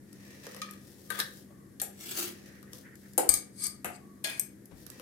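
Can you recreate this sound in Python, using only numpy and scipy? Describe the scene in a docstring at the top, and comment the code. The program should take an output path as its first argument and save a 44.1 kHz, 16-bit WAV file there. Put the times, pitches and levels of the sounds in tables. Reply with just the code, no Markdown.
"""Over the low hum and rush of a fan, cooked greens drain from a heavy metal pan into a steel strainer in a bowl.
Broth trickles as drops tick and clumps plop; the strainer rattles, leaves slip and the pan taps and grazes the bowl.
The pan then knocks and drags on the hob; knocks, clinks on steel and singing rubs of its rim follow.
It is bumped, skids and pings on a vessel before the last ticks and trickle.
Blows and strokes of noisy force ring resonant bodies in a small hard kitchen; faint tones and dull bumps lie behind."""
import sys
import numpy as np
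from scipy import signal
from scipy.fft import rfft, irfft, next_fast_len
from scipy.io import wavfile
from scipy.ndimage import map_coordinates

SR = 44100
rng = np.random.default_rng(int(sys.argv[2]) if len(sys.argv) > 2 else 0)


def output_pcm(signal):
    """Save a mono or channel-first signal as 16-bit PCM at the path in sys.argv[1].

    Samples are clipped to [-1, 1] before scaling.
    """
    pcm = np.clip(np.atleast_2d(signal).T, -1, 1) * 32767
    wavfile.write(sys.argv[1], SR, np.round(pcm).astype(np.int16))


N = 221029  # length in samples


def amp(db):
    """Decibels to gain."""
    return 10 ** (np.asarray(db) / 20)


def unit(x):
    """Scale to rms 1."""
    return x / np.sqrt(np.mean(x ** 2) + 1e-20)


def along(points, hz):
    """Read a curve of (Hz, value) points on a log frequency axis."""
    point_hz, values = np.transpose(points)
    return np.interp(np.log(hz + 1), np.log(point_hz), values)


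def filtered(x, response):
    """Shape the spectrum of x by a complex response of frequency."""
    n = x.shape[-1]
    padded = next_fast_len(n + 8192)
    spectrum = rfft(x, padded) * response(np.fft.rfftfreq(padded, 1 / SR))
    return irfft(spectrum, padded)[..., :n]


def add(track, s, x):
    """Mix x into the track from time s."""
    start = max(round(s * SR), 0)
    track[:, start:start + x.shape[1]] += x[:, :max(N - start, 0)]


def wobble(rate):
    """A smooth random curve, rate knots a second."""
    return map_coordinates(rng.standard_normal(256), [np.arange(N) * rate / SR], mode='mirror')


def swells(strokes, rise_db_per_s, fall_db_per_s):
    """Every stroke swells, holds and fades at the rates of its kind; overlapping strokes add in power."""
    t = np.arange(N) / SR
    power = np.zeros(N)
    for s, hold, db in strokes:
        before, after = np.maximum(s - t, 0), np.maximum(t - s - hold, 0)
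        below_db = rise_db_per_s * before + fall_db_per_s * after
        power += amp(db - np.minimum(below_db, 100)) ** 2
    return np.sqrt(power)


def stereo_noise(size, likeness):
    """Noise at the two ports whose mid and side mix gives a likeness that varies with frequency."""
    turn = lambda hz: np.arccos(likeness(hz)) / 2
    mid_side = lambda hz: np.array([np.cos(turn(hz)), np.sin(turn(hz))])
    mid, side = filtered(rng.standard_normal((2, size)), mid_side)
    return np.array([mid + side, mid - side])


def pair(size, alike):
    """Noise nearly the same at both ports in the bass, only partly alike higher up."""
    return stereo_noise(size, lambda hz: along([(350, 0.98), (900, np.clip(alike, 0, 1))], hz))


def ring(force, modes, crack_db, vary_db=2):
    """Force rings a body's resonances, varied at random with the spot touched, plus an unpitched crack."""
    spot = amp(vary_db * rng.standard_normal(len(modes)))

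    def response(f):
        body = amp(crack_db)
        for gain, (centre, width, db) in zip(spot, modes):
            body = body + gain * amp(db) * 1j * f * width / (centre * centre - f * f + 1j * f * width)
        return body
    return filtered(force, response)


# How the left-right difference varies with pitch: pitch_hz [Hz], share [fraction of the difference]
SHADOW = [(500, 0.12), (2000, 0.44), (5000, 0.18), (10000, 1.524)]


def split(x, bands, pan_db):
    """Each band of a sound at rms 1, panned by a share of the left-right difference that varies with pitch."""
    parts = []
    for edges in bands:
        bandpass = signal.butter(5, edges, 'bandpass', fs=SR, output='sos')
        parts.append(unit(signal.sosfilt(bandpass, x)))
    shadow_db = pan_db * along(SHADOW, np.mean(bands, axis=1))
    return np.array(parts) * amp(np.outer(shadow_db, [.5, -.5]))[:, :, None]


# Decay of the small hard room: pitch_hz [Hz], t60_s [s]
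KITCHEN = [(200, 0.69), (800, 0.35), (2500, 0.35), (8000, 0.24), (15000, 0.19)]


def kitchen(x, room_db, bass_db=4, treble_db=-2):
    """Direct sound and a diffuse tail of decaying noise, weaker in the treble than in the bass."""
    hz, t, z = signal.stft(rng.standard_normal((2, SR // 2)), SR, nperseg=256)
    decay = amp(-60 * t / along(KITCHEN, hz)[:, None])
    build = 1 - np.exp(-t / 0.0013)
    tail = signal.istft(z * decay * build, SR, nperseg=256)[1]
    tone = [(700, bass_db), (3000, 0.48), (9000, treble_db)]
    tail = filtered(tail / np.linalg.norm(tail[0]), lambda f: amp(along(tone, f)))
    wet = amp(room_db) * signal.fftconvolve(x, tail, axes=1)
    wet[:, :x.shape[1]] += x
    return wet


# Thud, body, ring and sparkle of a blow: low_hz [Hz], high_hz [Hz]
BANDS = [(320, 1000), (1100, 3000), (3000, 7000), (7000, 14000)]
PIVOT_HZ = 3000  # brightness tilts the colour about this pitch


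def strikes(table, modes, colour_db, crack_db, room_db, contact_t60, rise):
    """Each contact is a brief chatter of force that rings the body; its brightness tilts the colour."""
    out, t = np.zeros((2, N)), np.arange(SR // 6) / SR
    octaves = np.log2(np.mean(BANDS, axis=1) / PIVOT_HZ)
    for s, level_db, brightness_db, pan_db in table:
        force = pair(len(t), alike=0.019) * amp(-60 * t / contact_t60) * (1 - np.exp(-t / rise))
        parts = split(ring(force, modes, crack_db), BANDS, pan_db)
        shares = amp(np.array(colour_db) + brightness_db * octaves)
        sound = np.tensordot(shares / np.linalg.norm(shares), parts, 1)
        add(out, s, kitchen(amp(level_db) * sound, room_db))
    return out


# Body and hiss of a rub or flow: low_hz [Hz], high_hz [Hz]
RUB_BANDS = [(250, 3000), (3000, 16000)]


def rubbing(effort, modes, body_db, crack_db, pan_db, room_db, slips, spread_db, smooth):
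    """Tiny uneven slips or splashes (slips a second) on a smooth hiss excite the body, scaled by the effort."""
    sizes = amp(spread_db * np.clip(rng.standard_normal(N), -2, 2))
    catches = (rng.random(N) < slips / SR) * sizes
    # each slip fades with a time constant of 2.1 ms
    grip = unit(signal.lfilter([1], [1, -np.exp(-1 / (0.0021 * SR))], catches))
    force = pair(N, alike=0.1) * (smooth + grip)
    body, hiss = split(ring(force, modes, crack_db), RUB_BANDS, pan_db)
    return kitchen(effort * (amp(body_db) * body + hiss), room_db)[:, :N]


def singing(table, modes, rise_db_per_s, fall_db_per_s, sing_db, sing_width_hz, **touch):
    """One sound per stroke: friction locks on to one added resonance, which sings."""
    sounds = []
    for s, hold, db, hz in table:
        effort = swells([(s, hold, db)], rise_db_per_s, fall_db_per_s)
        sounds.append(rubbing(effort, modes + [(hz, sing_width_hz, sing_db)], **touch))
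    return sounds


def plate(x, t60=0.038, dense_db=-2):
    """Countless weak high modes of metal, as a decaying noise answer drawn afresh each call."""
    t = np.arange(SR // 16) / SR
    modes = filtered(rng.standard_normal(len(t)), lambda f: f > BANDS[1][0]) * amp(-60 * t / t60)
    answer = amp(dense_db) * modes / np.linalg.norm(modes) + (t == 0)
    return signal.fftconvolve(x, answer[None] / np.linalg.norm(answer), axes=1)[:, :N]


def dull_bumps(table, t60, width_hz, pan_db):
    """Short dull bumps, each noise ringing around its own low pitch."""
    out, t = np.zeros((2, N)), np.arange(SR // 3) / SR
    for s, hz, db in table:
        force = pair(len(t), alike=0.306)
        bump = unit(ring(force, [(hz, width_hz, 0)], crack_db=-89.5)) * (1 - np.exp(-t / 0.0019))
        add(out, s, bump * amp(db - 60 * t / t60) * amp([[pan_db / 2], [-pan_db / 2]]))
    return out


# Motor tones: pitch_hz [Hz], level_db [dB before the hum trim and waver]
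HUM = [(134.6, -68), (199.2, -57)]
# Spectrum of the air rush: pitch_hz [Hz], density_db [relative dB per Hz]
AIR = [(25, -38), (70, -6.5), (130, -2), (200, -4), (320, -1.5), (450, -11.5), (780, -25.5), (1150, -29),
       (1480, -26), (1850, -21), (2600, -36), (12000, -29), (16000, -41.5)]
# Stereo likeness of the air: pitch_hz [Hz], likeness [correlation]
ALIKE = [(40, 0.23), (130, 0.71), (280, 1), (600, 0.23), (10000, .05)]


def fan(air_db=-55, hum_db=-1, waver_db=2, drift_rad=0.15, pan_db=4.0):
    """A low rush of shaped noise with motor tones slightly unsteady in level and phase."""
    t = np.arange(N) / SR
    air = stereo_noise(N, lambda hz: np.clip(along(ALIKE, hz), -1, 1))
    air = filtered(air, lambda hz: amp(along(AIR, hz)))
    sound = amp(air_db) * unit(air) * amp([[pan_db / 2], [-pan_db / 2]])
    for hz, db in HUM:
        level = amp(db + hum_db + waver_db * wobble(6.7)) * np.sqrt(2)
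        sound = sound + level * np.sin(2 * np.pi * hz * t + drift_rad * wobble(4.1))
    return sound


# A faint tone comes and goes: full_s [s], hold_s [s], level_db [dB]
TONES = [(1.52, .14, -68), (4.02, 0.16, -67)]
TONE_HZ, TONE_WIDTH_HZ = 1132, 81
# A narrow band flickers: full_s [s], hold_s [s], level_db [dB before the flicker]
FLICKERS = [(2.42, 0.91, -66.5)]
FLICKER_HZ, FLICKER_WIDTH_HZ = 1803, 650


def faint_tones(flicker_depth_db=6, flicker_rate=22):
    """Two narrow bands of noise swell and fade; the upper also flickers at random."""
    def narrow(hz, width):
        return unit(filtered(pair(N, alike=0.22), lambda f: 1 / (1 + (2 * (f - hz) / width) ** 2)))
    tone = narrow(TONE_HZ, TONE_WIDTH_HZ) * swells(TONES, rise_db_per_s=400, fall_db_per_s=158)
    flicker = narrow(FLICKER_HZ, FLICKER_WIDTH_HZ) * swells(FLICKERS, rise_db_per_s=100, fall_db_per_s=96.0)
    return tone + flicker * amp(flicker_depth_db * wobble(flicker_rate))


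# Bumps of the counter as things are handled: start_s [s], pitch_hz [Hz], level_db [dB]
THUMPS = [(3.287, 62, -45), (3.846, 195, -47), (4.71, 72, -51)]


def counter_thumps():
    """The counter answers handling with low, damped bumps."""
    return dull_bumps(THUMPS, t60=0.32, width_hz=83, pan_db=13.5)


# Broth runs through the mesh or sloshes: full_s [s], hold_s [s], effort_db [dB]
POUR = [(0.28, 0.35, -59), (2.36, 0.12, -64.5), (4.96, 0.083, -63)]
# Resonances of the broth: pitch_hz [Hz], width_hz [Hz], level_db [dB]
BROTH = [(526, 86, 6.5), (1120, 50, -3), (1850, 140, 3), (2450, 500, -3), (3970, 1700, -15),
         (5520, 920, -7)]


def broth():
    """Sparse equal splashes on a hiss excite broad liquid resonances."""
    flow = swells(POUR, rise_db_per_s=78, fall_db_per_s=71.5)
    return rubbing(flow, BROTH, body_db=-2.0, crack_db=-7, pan_db=1.5, room_db=1,
                   slips=150, spread_db=0, smooth=0.63)


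# Wet leaves slip in the pan: full_s [s], hold_s [s], effort_db [dB]
FOOD = [(0.82, 0.45, -62), (1.25, 0.14, -58.5), (2.745, 0.022, -55.5), (2.97, 0.16, -66), (4.78, 0.05, -61)]
# Resonances of wet food: pitch_hz [Hz], width_hz [Hz], level_db [dB]
LEAVES = [(507, 35.6, 14.5), (5420, 1460, -6.5), (11170, 7900, -9.5)]


def slipping_leaves():
    """Soft, mostly smooth friction excites broad wet resonances."""
    slip = swells(FOOD, rise_db_per_s=402, fall_db_per_s=186.5)
    return rubbing(slip, LEAVES, body_db=-8.5, crack_db=-3, pan_db=4.0, room_db=-4.5,
                   slips=110, spread_db=0.5, smooth=1.8)


# Drops and bits of food hit the mesh: start_s [s], level_db [dB], brightness [dB per octave], pan_db [left-right dB]
TICKS = [(0.129, -68, 2, 7), (0.467, -57, -6.5, 4), (0.546, -61, -5, 4.5), (0.564, -62.5, -6.5, 12),
         (0.71, -64, 2, 12), (2.628, -69, -7.5, 16.5), (2.732, -58, -2, 4), (2.955, -69, 2, 4),
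         (3.134, -68, 2, 4), (4.656, -66, 12, 3), (4.865, -62.5, -3, -12), (4.901, -63, -1, -12),
         (4.997, -61, -8, 13.5)]
# Energy shares of a tick: thud_db, body_db, ring_db, sparkle_db [dB]
TICK_COLOUR = (-17.5, -7.5, -0.5, 5)


def ticks():
    """Tiny impacts ring the wet food for a moment."""
    return strikes(TICKS, LEAVES, TICK_COLOUR, crack_db=-47.0, room_db=-5, contact_t60=0.013, rise=0.00026)


# Wet clumps land in the strainer: start_s [s], pitch_hz [Hz], level_db [dB]
PLOPS = [(0.466, 490, -42.5), (0.564, 474, -55), (1.503, 560, -52)]


def plops():
    """Each soft landing is a short bump at its own pitch."""
    return dull_bumps(PLOPS, t60=0.092, width_hz=110, pan_db=3)


# The pan grazes the bowl: full_s [s], hold_s [s], effort_db [dB]
GRAZE = [(1.115, 0.081, -50), (1.193, 0.019, -39.5)]
# Resonances of the bowl: pitch_hz [Hz], width_hz [Hz], level_db [dB]
BOWL = [(510, 90, -8), (1225, 25, 10), (1555, 35, 6), (1650, 90, 4), (1800, 90, 1), (3420, 110, 1),
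        (3810, 180, -1), (4500, 500, -4), (10500, 3500, -13)]


def graze():
    """Dense, very uneven slips excite the bowl in sudden strokes."""
    effort = swells(GRAZE, rise_db_per_s=893.5, fall_db_per_s=804)
    return rubbing(effort, BOWL, body_db=3, crack_db=-4.0, pan_db=5.0, room_db=-16.0,
                   slips=1500, spread_db=11.5, smooth=1.0)


# The pan is pushed over the hob: full_s [s], hold_s [s], effort_db [dB], singing_pitch_hz [Hz]
SLIDES = [(2.01, 0.045, -50, 7800), (2.1, 0.017, -39, 7670), (2.19, 0.026, -34.5, 10800),
          (2.262, 0.014, -42, 10950)]
# Resonances of the pan's base: pitch_hz [Hz], width_hz [Hz], level_db [dB]
BASE = [(350, 25, 30), (1760, 200, 11), (2250, 200, 12), (2700, 130, 10), (4550, 150, -1), (12400, 400, 5)]


def slides():
    """The base catches and slips on the hob, so each push is grainy and sings."""
    pushes = singing(SLIDES, BASE, rise_db_per_s=235, fall_db_per_s=284, sing_db=15, sing_width_hz=170,
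                     body_db=-6.0, crack_db=10, pan_db=2.5, room_db=-6.0,
                     slips=450, spread_db=4, smooth=0.5)
    return sum(plate(push) for push in pushes)


# The pan skids as it is set down: full_s [s], hold_s [s], effort_db [dB]
SETTLE = [(4.27, 0.02, -47.5)]
# Resonances of the pan's wall: pitch_hz [Hz], width_hz [Hz], level_db [dB]
WALL = [(1660, 16, 11), (1900, 100, 1), (2240, 110, 6), (2445, 60, 6), (2950, 120, -4), (3510, 40, -2),
        (4140, 90, -5), (4830, 60, -3), (5020, 60, -2), (6540, 100, -2), (8450, 350, -5), (10650, 300, -1)]


def skid():
    """A brief stroke of uneven slips excites the pan's wall."""
    effort = swells(SETTLE, rise_db_per_s=882, fall_db_per_s=176)
    return rubbing(effort, WALL, body_db=0.5, crack_db=-10.0, pan_db=4.5, room_db=1.5,
                   slips=320, spread_db=11, smooth=0.54)


def wavering(x, depth=.006, rate=70):
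    """The pitch of a rubbed rim wanders as the contact moves, by a varying playback position."""
    position = np.arange(N) + np.cumsum(depth * np.gradient(wobble(rate)) * SR / rate)
    return np.array([map_coordinates(port, [position], order=5) for port in x])


# The rim rubs along steel: full_s [s], hold_s [s], effort_db [dB], singing_pitch_hz [Hz]
RUBS = [(3.605, 0.072, -44.5, 10600), (3.64, 0.025, -33, 8270), (3.945, 0.017, -55, 7800),
        (4.32, 0.066, -53, 10650)]
# Resonances of the rim: pitch_hz [Hz], width_hz [Hz], level_db [dB]
RIM = [(1220, 40, -5), (1660, 50, -13), (2280, 160, -9), (3490, 60, -16), (4610, 80, 2), (4900, 140, 1),
       (5500, 300, -10), (6340, 90, 2), (6650, 160, -4), (7270, 250, -9), (8210, 80, 4), (8380, 200, 1),
       (9070, 160, -6), (9366, 90, -3), (9546, 90, -3), (10150, 160, -6), (10570, 130, -1),
       (11900, 300, -11), (13120, 200, -11)]
RUB_TOP_HZ = 12100  # smooth rubbing excites little above this


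def rubs():
    """Dense fine slips make the rim sing with a wandering pitch and a softened top."""
    strokes = singing(RUBS, RIM, rise_db_per_s=363.5, fall_db_per_s=998, sing_db=9, sing_width_hz=110,
                      body_db=-17.5, crack_db=-29, pan_db=5.5, room_db=-8.0,
                      slips=2500, spread_db=3, smooth=1.0)
    return filtered(wavering(sum(strokes)), lambda hz: 1 / np.sqrt(1 + (hz / RUB_TOP_HZ) ** 16))


# The strainer is jolted in the bowl: start_s [s], level_db [dB], brightness [dB per octave], pan_db [left-right dB]
RATTLES = [(0.617, -47.5, 2, 11), (0.686, -60.5, -13, 6), (0.735, -68, -1.5, 26), (1.799, -51.5, 6.5, 12)]
# Resonances of the strainer: pitch_hz [Hz], width_hz [Hz], level_db [dB]
STRAINER = [(1230, 45, 3), (1740, 90, -1), (1870, 50, 2), (2380, 60, -1), (3650, 200, -1), (4110, 200, 4),
            (4600, 220, -2), (5140, 120, -1)]
# Energy shares of a rattle or bump: thud_db, body_db, ring_db, sparkle_db [dB]
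BUMP_COLOUR = (-45, 5, 2, -10.5)


def rattles():
    """Jolts ring the strainer and its dense high modes."""
    return plate(strikes(RATTLES, STRAINER, BUMP_COLOUR, crack_db=-15, room_db=-4.5,
                         contact_t60=0.02, rise=0.00012))


# The pan taps the bowl: start_s [s], level_db [dB], brightness [dB per octave], pan_db [left-right dB]
TAPS = [(1.103, -48.5, -4.5, 33), (1.19, -57, 5, 22), (1.2, -39.5, 3.5, 6)]
# Energy shares of a tap: thud_db, body_db, ring_db, sparkle_db [dB]
TAP_COLOUR = (-12, 4, 1.5, -4)


def taps():
    """Fast-rising blows ring the bowl."""
    return strikes(TAPS, BOWL, TAP_COLOUR, crack_db=-12.0, room_db=-4, contact_t60=0.025, rise=0.0001)


# The pan's wall is bumped: start_s [s], level_db [dB], brightness [dB per octave], pan_db [left-right dB]
BUMPS = [(4.243, -42, 4.5, 12)]


def bumps():
    """A longer contact rings the pan's wall and its dense high modes."""
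    return plate(strikes(BUMPS, WALL, BUMP_COLOUR, crack_db=-14, room_db=-2, contact_t60=0.045, rise=0.00019))


# The rim clinks on steel: start_s [s], level_db [dB], brightness [dB per octave], pan_db [left-right dB]
CLINKS = [(3.29, -31, 0.5, 10), (3.339, -35.5, 2, 5), (3.639, -49, 12, 14), (3.667, -46, 0, 5)]
# Energy shares of a clink or ping: thud_db, body_db, ring_db, sparkle_db [dB]
CLINK_COLOUR = (-29.5, -14.5, -6, 2)


def clinks():
    """Very short contacts ring the rim, mostly in the treble."""
    return strikes(CLINKS, RIM, CLINK_COLOUR, crack_db=-36.5, room_db=-1.5, contact_t60=0.01, rise=0.00039)


# The pan pings a steel vessel: start_s [s], level_db [dB], brightness [dB per octave], pan_db [left-right dB]
PINGS = [(4.395, -38, 4.5, 7)]
# Resonances of the vessel: pitch_hz [Hz], width_hz [Hz], level_db [dB]
VESSEL = [(2420, 70, -7), (3520, 60, -20), (6500, 120, -4), (8200, 140, 4), (8580, 200, -2),
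          (10700, 600, -3), (12800, 700, -4)]


def pings():
    """A short contact rings the vessel beside the pan."""
    return strikes(PINGS, VESSEL, CLINK_COLOUR, crack_db=-40, room_db=-4.5, contact_t60=0.018, rise=0.0008)


# The base knocks on the hob: start_s [s], level_db [dB], brightness [dB per octave], pan_db [left-right dB],
# thud_hz [Hz], flex_db [extra body from the flexing wall, dB]
KNOCKS = [(1.816, -41.5, 3, 3.5, 830, 4.5), (3.178, -34.5, -0.5, 6, 786, 1.5),
          (3.845, -46.5, -1, 5.5, 722, 14), (3.855, -52.5, 1, 4.5, 760, 17), (4.24, -49, 0.5, 4, 653, 0)]
# Resonances of the hob: pitch_hz [Hz], width_hz [Hz], level_db [dB]
HOB = [(520, 80, -1), (582, 25, 0), (720, 25, 5), (843, 25, 1), (1225, 50, 4), (1400, 90, -1),
       (1640, 90, 4), (1930, 100, 1), (2210, 60, 5), (2600, 150, -3), (5720, 300, -7), (6840, 250, -6),
       (7480, 110, -3), (9000, 400, -2), (11200, 1200, -3)]
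# Energy shares of a knock: thud_db, body_db, ring_db, sparkle_db [dB]
KNOCK_COLOUR = (4.5, -7.5, -6, 10)
THUD_WIDTH_HZ, THUD_DB = 70, 8  # the resonance that the landing spot favours


def knocks():
    """Where the base lands sets the pitch of its thud; a flat landing flexes the wall too."""
    body_band = np.arange(len(BANDS)) == 1
    sound = np.zeros((2, N))
    for *blow, thud_hz, flex_db in KNOCKS:
        modes = HOB + [(thud_hz, THUD_WIDTH_HZ, THUD_DB)]
        colour_db = KNOCK_COLOUR + flex_db * body_band
        sound += strikes([blow], modes, colour_db, crack_db=1.5, room_db=0.0, contact_t60=0.03, rise=0.00042)
    return sound


def scene():
    """The background, wet food, moving metal and the blows of the pan."""
    background = fan() + faint_tones() + counter_thumps()
    food = broth() + slipping_leaves() + ticks() + plops()
    scrapes = graze() + slides() + skid() + rubs()
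    blows = rattles() + taps() + bumps() + clinks() + pings() + knocks()
    return background + food + scrapes + blows


CEILING = .85  # full scale is 1
TOP_HZ = 15800


def record(dry):
    """The recorder rounds off the highest peaks and cuts steeply above its band limit."""
    rounded = dry / (1 + np.abs(dry / CEILING) ** 6) ** (1 / 6)
    return filtered(rounded, lambda hz: 1 / np.sqrt(1 + (hz / TOP_HZ) ** 160))


dry = scene()
out = record(dry)
output_pcm(out)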